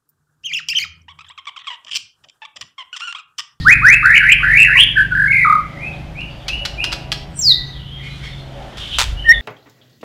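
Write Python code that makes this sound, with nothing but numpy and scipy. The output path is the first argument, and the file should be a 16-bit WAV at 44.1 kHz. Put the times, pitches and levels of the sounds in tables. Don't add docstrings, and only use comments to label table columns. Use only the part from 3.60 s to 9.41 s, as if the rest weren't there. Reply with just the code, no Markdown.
import sys
import numpy as np
from scipy import signal
from scipy.fft import rfft, irfft, next_fast_len
from scipy.io import wavfile
from scipy.ndimage import uniform_filter1d, map_coordinates

SR = 44100
rng = np.random.default_rng(int(sys.argv[2]) if len(sys.argv) > 2 else 0)


def inscribe(sig):
    pcm = np.round(np.clip(np.atleast_2d(sig).T, -1, 1) * 32767)
    wavfile.write(sys.argv[1], SR, pcm.astype(np.int16))


def ratio(d):
    e = np.asarray(d, float) / 20
    return 10 ** e


N = 256220
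T = np.arange(N) / SR

# [t/s, climb/s, hold/s, top f/Hz, level/dB]
RISES = [
    (.048, .077, .015, 2510, -3.5),
    (.215, .124, .009, 2620, -4),
]
# [share of the climb, level/dB]
RISE_EFFORT = [(0, -25), (.29, -1), (.6, 0), (.8, -3.5), (1, -1)]
# [t/s, f/Hz, level/dB]
WHISTLES = [
    [(1.51, 1470, -29), (1.525, 1495, -13), (1.546, 1445, -17.5)],
    [(1.668, 1940, -24), (1.686, 2210, -13.5), (1.699, 2150, -24.5), (1.712, 2180, -7.5),
     (1.724, 2214, -6.5)],
    [(3.789, 7350, -15.5), (3.806, 7510, -25), (3.822, 6000, -20), (3.84, 5210, -16.5), (3.875, 4550, -9),
     (3.929, 3620, -7)],
    [(5.643, 1760, -34), (5.662, 1900, -20), (5.671, 1840, -14), (5.68, 1790, -15), (5.694, 1825, 0),
     (5.719, 1870, 2), (5.7225, 1960, -12), (5.7255, 2030, -7), (5.731, 2120, -18)],
]
# [t/s, centre f/Hz, level/dB]
CLIMBS = [
    [(.426, 1500, -22), (.44, 1530, -12), (.466, 1720, -8.5), (.51, 1950, -9), (.54, 2150, -9.5),
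     (.556, 2600, -5.5), (.584, 2680, -5.5)],
    [(.6, 1950, -12), (.625, 1680, -14), (.66, 1900, -12), (.69, 2300, -8), (.707, 2500, -9),
     (.716, 2720, -5.5), (.737, 2900, -5)],
    [(.829, 1700, -15), (.87, 1800, -14), (.93, 2050, -12.5), (.97, 2400, -11), (.985, 2680, -6.5),
     (1.025, 2720, -5.5), (1.036, 2720, -7)],
    [(1.045, 2300, -12), (1.095, 1700, -15), (1.13, 1950, -12), (1.163, 2250, -14), (1.178, 2720, -6),
     (1.22, 3334, -6.5), (1.24, 3440, -6)],
]
# [t/s, centre f/Hz, level/dB]
WARBLES = [
    [(1.355, 1700, -28), (1.371, 1660, -9.5), (1.41, 1640, -8.5), (1.432, 1665, -12)],
    [(1.725, 2340, -12), (1.77, 2300, -14), (1.83, 2200, -14.5), (1.85, 2150, -16)],
]
# [t/s, centre f/Hz, level/dB]
TRILLS = [
    [(1.55, 1570, -11.5), (1.62, 1600, -10), (1.68, 1600, -8.5)],
    [(1.847, 1294, -8.5), (1.87, 1200, -8), (1.93, 1215, -8.5), (1.952, 1210, -12.5), (1.975, 1205, -15),
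     (2.012, 1195, -19)],
]
# [at the start f/Hz, at the end f/Hz]
WARBLE_SWING = [(250, 560), (250, 480), (320, 110), (290, 210), (120, 110), (250, 200)]
# [at the start f/Hz, at the end f/Hz]
TRILL_SWING = [(150, 125), (125, 85)]
# [t/s, ..]
CRESTS = [
    [.424, .438, .452, .466, .48, .499, .515, .532, .546, .56, .576, .588],
    [.602, .613, .625, .637, .649, .66, .673, .686, .7, .717, .729, .74],
    [.828, .84, .852, .865, .878, .894, .912, .93, .95, .968, .981, .99, .999, 1.008, 1.017, 1.026, 1.036],
    [1.044, 1.056, 1.068, 1.079, 1.09, 1.102, 1.112, 1.122, 1.138, 1.151, 1.167, 1.177, 1.187, 1.196, 1.205,
     1.213, 1.223, 1.233, 1.243],
    [1.349, 1.371, 1.392, 1.411, 1.433],
    [1.727, 1.753, 1.776, 1.798, 1.82, 1.843, 1.862],
]
# [t/s, ..]
STROKES = [
    [1.55, 1.574, 1.596, 1.618, 1.639, 1.658, 1.681],
    [1.847, 1.868, 1.896, 1.923, 1.951, 1.98, 2.013],
]
CREST_DIP_DB = [4.5, 5, 6, 5, 2, 2.5]
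SWING_LATE = [5, 5, 1, 1, 1, 1]
# [multiple, level/dB]
OVERTONES = [(2, -43), (3, -46)]
WHISTLE_AIM = [1, 0.1, 3, 3.5, 2.5, 11.5]
WARBLE_AIM = [1, 0.5, 0, 1, 3.5, -1.5]
TRILL_AIM = [2, 1.5]
# [t/s, level/dB,
# length/s]
TACKS = [(2.609, -37, 0.002), (2.881, -20, 0.014), (3.0515, -15, 0.002), (3.054, -18, 0.009),
         (3.241, -13, 0.0024), (3.243, -22, 0.01), (3.32, -25, 0.0049), (3.326, -16.5, 0.007),
         (3.335, -21, 0.004), (3.5177, -13.5, 0.0028), (3.522, -16.5, .008), (5.172, -35.5, .004),
         (5.1805, -31, .005)]
# [f/Hz, level/dB per Hz]
BEAK = [(410, -40), (700, -18.5), (1400, -10), (2300, -12), (3370, -4), (3790, -10), (4610, -7),
        (8210, -27), (12600, -35.5), (16000, -51)]
# [f/Hz, level/dB per Hz]
RATTLE = [(240, -60), (400, -21), (520, -17.5), (994, -6.5), (1560, -12), (3530, -5.5), (5190, -13.5),
          (6740, -13.5), (16000, -37.5)]
# [peak t/s, level/dB, 20 dB rise/s, 20 dB fall/s, centre f/Hz, width f/Hz]
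RASPS = [(1.157, -23, .008, .015, 1050, 110), (1.172, -25, .006, .015, 1050, 110),
         (1.188, -26, .006, .02, 1050, 110), (2.33, -48, .01, .2, 3500, 600),
         (2.72, -51, .05, .3, 4650, 350), (3.762, -34, .004, .08, 8600, 500),
         (3.785, -35, .04, .02, 8000, 700), (4.45, -39, .1, .15, 2150, 250),
         (4.45, -49, .03, .1, 4400, 200), (4.63, -45, .08, .1, 1550, 110), (4.65, -37, .06, .2, 2100, 300),
         (4.645, -45, .02, .2, 4350, 200), (4.645, -48, .02, .15, 5300, 200),
         (.03, -37, .15, .1, 4400, 900)]
# [peak t/s, level/dB, 20 dB rise/s, 20 dB fall/s]
CHATTER = [
    (2.7, -43.5, .01, .1),
    (2.82, -42, .1, .1),
    (4.22, -39.5, .11, .6),
    (4.45, -39, .1, .3),
    (4.65, -40, .03, .3),
    (4.986, -43, .06, .02),
    (5.026, -42, .015, .015),
    (5.228, -25.5, .1, .2),
    (5.348, -17, .05, .05),
]
# [peak t/s, level/dB, 20 dB rise/s, 20 dB fall/s]
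RUSTLE = [
    (.01, -44, .1, .2),
    (4.446, -48, .05, .15),
    (4.558, -50, .1, .2),
    (4.642, -44, .025, .08),
    (4.79, -54, .15, .12),
    (5.172, -38.5, .003, .3),
    (5.37, -40, .08, .01),
]
# [f/Hz, level/dB per Hz]
WIRE = [(530, -51), (900, -33), (1190, -7), (2500, -12), (3260, -1), (4360, -9), (10600, -26), (16000, -45)]
# [t/s, length/s, from f/Hz, to f/Hz, peak level/dB]
ANSWERS = [
    (2.155, .14, 1880, 2620, -24.5),
    (2.545, .09, 2180, 2820, -24),
    (2.865, .11, 2280, 2930, -18.5),
    (3.17, .085, 2300, 2880, -14.5),
]
PEEPS = [
    (0, .03, 1820, 1830, -27),
    (3.55, .05, 5500, 5470, -41),
    (3.75, .06, 5800, 5900, -39),
    (3.885, .155, 1970, 1950, -31.5),
    (4.05, .04, 6200, 6150, -49),
    (2.96, .07, 2900, 2900, -28),
    (5.12, .04, 1824, 1806, -39),
    (4.41, .12, 2430, 2460, -40),
]
CHIRPS = [
    (1.146, .03, 1090, 1030, -25),
    (1.172, .028, 1060, 1020, -25),
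    (4.305, .14, 3260, 3180, -33),
    (4.495, .07, 4050, 3950, -38),
    (4.57, .05, 3370, 3500, -41),
    (4.62, .06, 2114, 2330, -32),
    (4.785, .03, 4080, 4120, -36),
    (5.23, .05, 2220, 2160, -34),
    (4.44, .06, 2250, 2200, -33),
]
BURRS = [
    (0, .03, 5300, 3500, -30),
    (.785, .045, 1250, 1165, -26),
    (4.09, .12, 3850, 3050, -38),
    (4.17, .13, 3100, 2950, -40),
    (4.38, .08, 2000, 2200, -37),
    (4.69, .09, 3560, 3520, -38),
    (5.56, .075, 2900, 2950, -27),
    (5.635, .04, 3000, 2850, -30),
    (5.675, .025, 2950, 3200, -31),
    (5.708, .055, 3570, 3570, -23),
]
# [share of length before the peak, share of the glide done by then, onset level/dB, end level/dB]
CALL_SHAPES = [
    (.62, .88, -9, -5),
    (.5, .5, -4, -4),
    (.05, .05, -2, -16),
    (.55, .8, -5, -3),
]
CALL_ROUGH = [.018, .009, .025, .032]
# [f/Hz, 60 dB fall/s]
YARD = [(800, 0.28), (1200, .52), (2000, 0.8), (4500, 0.58), (7500, 0.42), (12000, 0.38)]
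# [nearest t/s, drawing away/s, rumble level/dB,
# drone level/dB]
LORRIES = [
    (.05, .3, -27, -25),
    (.9, .15, -30, -35),
    (1.25, .15, -35, -36),
    (1.6, .2, -45, -29),
    (2.5, .25, -31, -30),
    (3.15, .25, -27, -33),
    (4.0, .5, -32, -31),
    (4.69, .1, -32, -27),
    (5.5, .075, -17.5, -42),
    (5.8, .15, -24, -42),
]
# [nearest t/s, drawing away/s, level/dB]
CARS = [
    (1.0, .2, -44),
    (2.33, .2, -37),
    (3.1, .4, -39.5),
    (5.02, .17, -37),
    (5.75, .25, -41),
]
# [f/Hz, level/dB per Hz]
STREET = [(110, -33.5), (190, -1), (392, -6), (498, -11.5), (709, -17.5), (903, -12.5), (1550, -14),
          (2750, -18), (3190, -14.5), (3430, -20), (5260, -27), (11000, -42), (16000, -58.5)]
# [f/Hz, level/dB]
MOTOR = [(323.0, -46), (403.7, -48.5), (484.5, -61), (570.6, -49.5), (646.0, -45.5), (732.1, -44.5),
         (812.9, -47), (974.4, -48.5)]
# [t/s, level/dB]
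MOTOR_SWELL = [
    (3.0, -29),
    (3.3, 2),
    (3.45, 1),
    (3.7, -4),
    (3.85, -18),
]
# [t/s, firing f/Hz, throb level/dB, fifth multiple level/dB, growl level/dB]
ENGINE = [(0, 24.55, -29, -35, -30), (.2, 24.35, -31, -31, -31), (.36, 23.7, -32, -36, -36),
          (.62, 23.4, -34, -40, -36), (.95, 23.7, -27, -38, -35), (1.1, 23.85, -30, -38, -38),
          (1.53, 24.8, -34, -34, -34), (1.75, 25.1, -44, -35, -35), (1.9, 25.4, -47, -46, -36),
          (2.25, 26, -43, -42, -40), (2.6, 26.9, -44, -34, -43), (2.9, 25.5, -38, -41, -47),
          (3.2, 24.6, -37, -44, -45), (3.6, 27.3, -45, -37, -43), (4.2, 27.2, -45, -36, -47),
          (4.75, 27.2, -45, -36, -51), (5.1, 26, -48, -46, -52), (5.45, 24.4, -32, -41, -50)]
# [multiple of firing rate, level/dB]
ENGINE_ORDERS = [(1, -10), (3, -10), (4, -3), (6, 0), (7, -5.5), (8, -17), (9, -15), (10, -19), (11, -15),
                 (12, -15), (13, -21)]
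# [f/Hz, level/dB]
MIC = [(20, 9), (1000, 2.5), (3000, -2.5), (5000, -0.5), (6500, -3), (7700, -2), (8000, -21), (8600, -27.5),
       (9000, -1.5), (10000, 1.5), (10900, -2), (12000, -12), (16000, -12)]
# [f/Hz, level/dB per Hz]
HAZE = [(2120, 8), (3600, -1.5), (4830, -5.5), (5570, -15.5), (6310, -14), (7610, -14.5), (8260, -45),
        (8950, -13), (10700, -10), (14800, -27), (16000, -24)]
# [f/Hz, level/dB per Hz]
SPLATTER = [(3500, -40), (4500, 0), (7700, 0), (8000, -25), (8700, -25), (9100, -2), (10500, -3),
            (12000, -8), (15800, -9), (16200, -50)]
# [f/Hz, level/dB]
TOP_COPY = [(8800, -70), (9200, -44), (10500, -39), (11500, -37), (13000, -34), (15000, -22), (15600, -28),
            (16000, -80)]


def near_bird():
    song = sing(rises() + WHISTLES, WHISTLE_AIM, edge=.003, rough=.003)
    song += sing(CLIMBS + WARBLES, WARBLE_AIM, edge=.003, rough=[.02] * 4 + [.005, .016],
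                 swings=WARBLE_SWING, beats=CRESTS)
    song += sing(TRILLS, TRILL_AIM, edge=.002, rough=.006, swings=TRILL_SWING, beats=STROKES, chirped=True)
    return [filtered(row, lambda hz: 1 / (1 + (hz / 9800) ** 24)) for row in song]


def rises():
    from_hz, accent_db = 1045, 2
    notes = []
    for s, climb, hold, top_hz, db in RISES:
        note = [(s + u * climb, from_hz + u * (top_hz - from_hz), db + effort_db) for u, effort_db in RISE_EFFORT]
        notes.append(note + [(s + climb + hold, top_hz, db + accent_db)])
    return notes


def sing(notes, aim_db, edge, rough, swings=None, beats=None, chirped=False):
    song, unsteady, flutter = np.zeros((2, N)), wobble(150), wobble(90)
    for k, (rows, shake) in enumerate(zip(notes, np.broadcast_to(rough, len(notes)))):
        s, *cols = np.transpose(rows)
        span = slice(round(s[0] * SR), round(s[-1] * SR))
        t = T[span]
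        hz, db = [np.interp(t, s, c) for c in cols]
        fade = np.clip(np.minimum(t - s[0], s[-1] - t) / edge, 0, 1)
        gain = ratio(db + 95 * shake * flutter[span]) * np.sqrt(2) * fade
        hz = hz * (1 + shake * unsteady[span])
        if swings:
            turn = np.interp(t, beats[k], np.arange(len(beats[k]))) % 1
            if chirped:
                late, wave = 1, 1 - 2 * turn
                swell = np.clip(turn / .1, 0, 1) * np.clip((.92 - turn) / .25, 0, 1) * ratio(-3.1 * turn)
            else:
                late, wave = SWING_LATE[k], 1 - 2 * np.sin(np.pi * turn) ** 1.25
                swell = ratio(-CREST_DIP_DB[k] * (wave + .3))
            start_hz, end_hz = swings[k]
            hz = hz + (start_hz + (end_hz - start_hz) * np.linspace(0, 1, len(t)) ** late) * wave
            gain = gain * swell
        phase = 2 * np.pi * np.cumsum(hz) / SR
        overtones = sum(ratio(level) * np.sin(order * phase) for order, level in OVERTONES)
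        tone = gain * (np.sin(phase) + overtones)
        song[:, span] += tone * ratio([[0], [-aim_db[k]]])
    return song


def tacks():
    count = np.floor(np.cumsum(950 * ratio(3 * wobble(600))) / SR)
    clicks = np.diff(count, prepend=0) * ratio(2 * rng.standard_normal(N))
    source = .7 * unit(clicks) + rng.standard_normal(N)
    gate = np.zeros(N)
    for s, db, length in TACKS + rattle():
        gate += ratio(db + 1.5 - 5 * np.clip(T - s, 0, 1) / length) * ((T >= s) & (T < s + length))

    def coloured(x, colour):
        late_s = 0.000514
        return filtered(x, lambda hz: ratio(along(colour, hz)) * np.exp(-2j * np.pi * hz * late_s))

    parts = [(BEAK, T < 5.3), (RATTLE, T >= 5.3)]
    return sum(coloured(source * gate * when, colour) / np.std(coloured(source, colour)) for colour, when in parts)


def rattle():
    start_s, gap_s, slows_s, tack_s = 5.385, .0061, .00023, .004
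    level_db, fade_db = -10, 3.7
    return [(start_s + k * gap_s + k * k * slows_s, level_db - fade_db * max(k - 4, 0), tack_s) for k in range(8)]


def rasps():
    grain = ratio(2.5 * wobble(120))
    return sum(bursts([row[:4]]) * hump(*row[4:]) for row in RASPS) * grain


def neighbours():
    notes, rough = [], []
    for rows, shape, kind_rough in zip([ANSWERS, PEEPS, CHIRPS, BURRS], CALL_SHAPES, CALL_ROUGH):
        peak, bend, onset_db, end_db = shape
        for s, length, a, b, db in rows:
            top = (s + peak * length, a + bend * (b - a), db)
            notes.append([(s, a, db + onset_db), top, (s + length, b, db + end_db)])
            rough.append(kind_rough)
    return sing(notes, np.zeros(len(notes)), edge=.014, rough=rough)[0]


def chatter():
    voice = unit(hump(3240, 550) * ratio(wobble(40)))
    rustle = filtered(rng.standard_normal(N) * ratio(1.3 * wobble(260)), lambda hz: ratio(along(WIRE, hz)))
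    return bursts(CHATTER) * voice + ratio(8) * bursts(RUSTLE) * unit(rustle)


def yard(x, delay):
    hz, t, z = signal.stft(rng.standard_normal(SR), SR, nperseg=256)
    hz = hz[:, None]
    shape_db = -60 * t / along(YARD, hz) + 6 * np.exp(-t / 0.021)
    shape_db = shape_db - 5 * (t > .115) * np.clip(hz / 2400, 0, 1) ** 2 - 1.5 * (hz < 1700)
    tail = signal.istft(z / np.abs(z) ** .6 * ratio(shape_db), SR, nperseg=256)[1]
    return signal.fftconvolve(np.pad(x, (round(delay * SR), 0)), tail / np.linalg.norm(tail))[:N]


def background():
    s, away_s, rumble_db, drone_db = np.transpose(LORRIES)
    rumble = passing(zip(s, away_s, rumble_db), far_db=-36) * ratio(-4.5 + 0.69 * wobble(2)) * hump(55.8, 31.2)
    drone = passing(zip(s, away_s, drone_db), far_db=-41) * ratio(-9.5 + 1.2 * wobble(5.24)) * hump(137, 33.8)
    cars = passing(CARS, far_db=-57)
    street = filtered(rng.standard_normal(N), lambda hz: ratio(along(STREET, hz)))
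    street_gain = np.hypot(ratio(-48), ratio(-6.5) * cars)
    hiss = street_gain * ratio(3.5 + 0.78 * wobble(8)) * unit(street)
    tyres = cars * ratio(-2 + wobble(12)) * unit(hump(561.6, 25) + 1.47 * hump(716, 190))
    motor = tones(MOTOR, MOTOR_SWELL, unsteady_db=3.5)
    return ratio(-48) * hump(95, 18) + rumble + drone + hiss + tyres + motor + engine()


def passing(rows, far_db):
    near = sum((ratio(db) / (1 + ((T - s) / away_s) ** 2)) ** 2 for s, away_s, db in rows)
    return np.sqrt(ratio(far_db) ** 2 + near)


def engine():
    hz, throb_db, fifth_db, growl_db = curves(ENGINE)
    turn = 2 * np.pi * np.cumsum(hz) / SR
    growl = sum(ratio(db + 2 * wobble(3)) * np.sin(order * turn + rng.uniform(0, 6.1)) for order, db in ENGINE_ORDERS)
    throb = ratio(throb_db) * np.sin(2 * turn)
    fifth = ratio(fifth_db + 2.5 * wobble(4)) * np.sin(5 * turn)
    return np.sqrt(2) * (throb + fifth + ratio(growl_db) * growl)


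def tones(lines, swell, unsteady_db):
    waves = np.zeros(N)
    for hz, db in lines:
        waves += ratio(db + 1 + unsteady_db * wobble(7)) * np.sin(2 * np.pi * hz * T + rng.uniform(0, 6.1))
    return waves * ratio(curves(swell)[0])


def bursts(rows):
    return sum(ratio(db - 20 * np.where(T < s, (s - T) / rise_s, (T - s) / fall_s)) for s, db, rise_s, fall_s in rows)


def hump(centre_hz, width_hz):
    return unit(filtered(rng.standard_normal(N), lambda hz: np.exp(-((hz - centre_hz) / width_hz) ** 2)))


def filtered(x, response):
    m = next_fast_len(N + SR // 2)
    return irfft(rfft(x, m) * response(np.fft.rfftfreq(m, 1 / SR)), m)[:N]


def wobble(rate):
    return map_coordinates(rng.standard_normal(int(N * rate / SR) + 4), [T * rate])


def curves(rows):
    s, *cols = np.transpose(rows)
    return [np.interp(T, s, c) for c in cols]


def along(points, hz):
    f, v = np.transpose(points)
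    return np.interp(np.log(hz + 1), np.log(f + 1), v)


def unit(x):
    return x / np.sqrt(np.mean(x ** 2) + 1e-20)


def scene():
    direct, to_walls = near_bird()
    calls, hops, far = tacks(), chatter(), neighbours()
    calls_to_walls = calls * ratio(np.where(T < 5.3, -7, -12))
    near = direct + ratio(-4.0) * yard(to_walls, delay=.004) + calls + yard(calls_to_walls, delay=.006)
    far_echo = yard(far + ratio(-4.5) * hops, delay=0.0048)
    distant = ratio(-9.5) * far + ratio(-3.5) * far_echo + ratio(-5.5) * hops
    return (near + distant + background() + rasps())[None]


def top_octave(x):
    shift_hz = 7600
    moved = np.real(signal.hilbert(x, next_fast_len(N))[:N] * np.exp(2j * np.pi * shift_hz * T))
    return filtered(moved * ratio(3 * wobble(500)), lambda hz: ratio(along(TOP_COPY, hz)))


def capsule_buzz(x, drive, uneven):
    def haze(y):
        return unit(filtered(y, lambda hz: ratio(along(HAZE, hz)) * (hz > 3600)))

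    noise = haze(rng.standard_normal(N) * ratio(0.68 * wobble(330)))
    kink = np.abs(x) / (drive + 0.0092)
    folded = haze(kink + np.tanh(3 * x / (drive + .01)))
    return uneven * noise + 0.3 * filtered(folded, lambda hz: hz < 8000)


def low_pass(x):
    return signal.sosfilt(signal.butter(12, 16000, fs=SR, output="sos"), x)


def record(dry):
    x = dry[0]
    drive = np.sqrt(np.abs(uniform_filter1d(x ** 2, size=600)))
    quick = np.sqrt(np.abs(uniform_filter1d(x ** 2, size=90)))
    beat = np.abs(quick / (drive + 1e-3) - 1)
    uneven = np.clip(5 * uniform_filter1d(beat, size=400), .1, 1)
    buzz = capsule_buzz(x, drive, uneven)
    clipped = x / (1 + np.abs(x) ** 16) ** (1 / 16)
    heard = x + filtered(clipped - x, lambda hz: ratio(along(MIC, hz))) + ratio(-35) * drive ** 1.08 * buzz
    excess = np.abs(uniform_filter1d(np.clip(np.abs(x) - .7, 0, .25), size=70)) ** .6
    splatter = unit(filtered(rng.standard_normal(N), lambda hz: ratio(along(SPLATTER, hz))))
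    preamp_hiss = ratio(-73) * hump(13000, 2000)
    heard = heard + ratio(-23.5) * uneven * excess * splatter + top_octave(clipped) + preamp_hiss
    return low_pass(np.clip(heard, -1, 1)[None])


dry = scene()
out = record(dry)
inscribe(out)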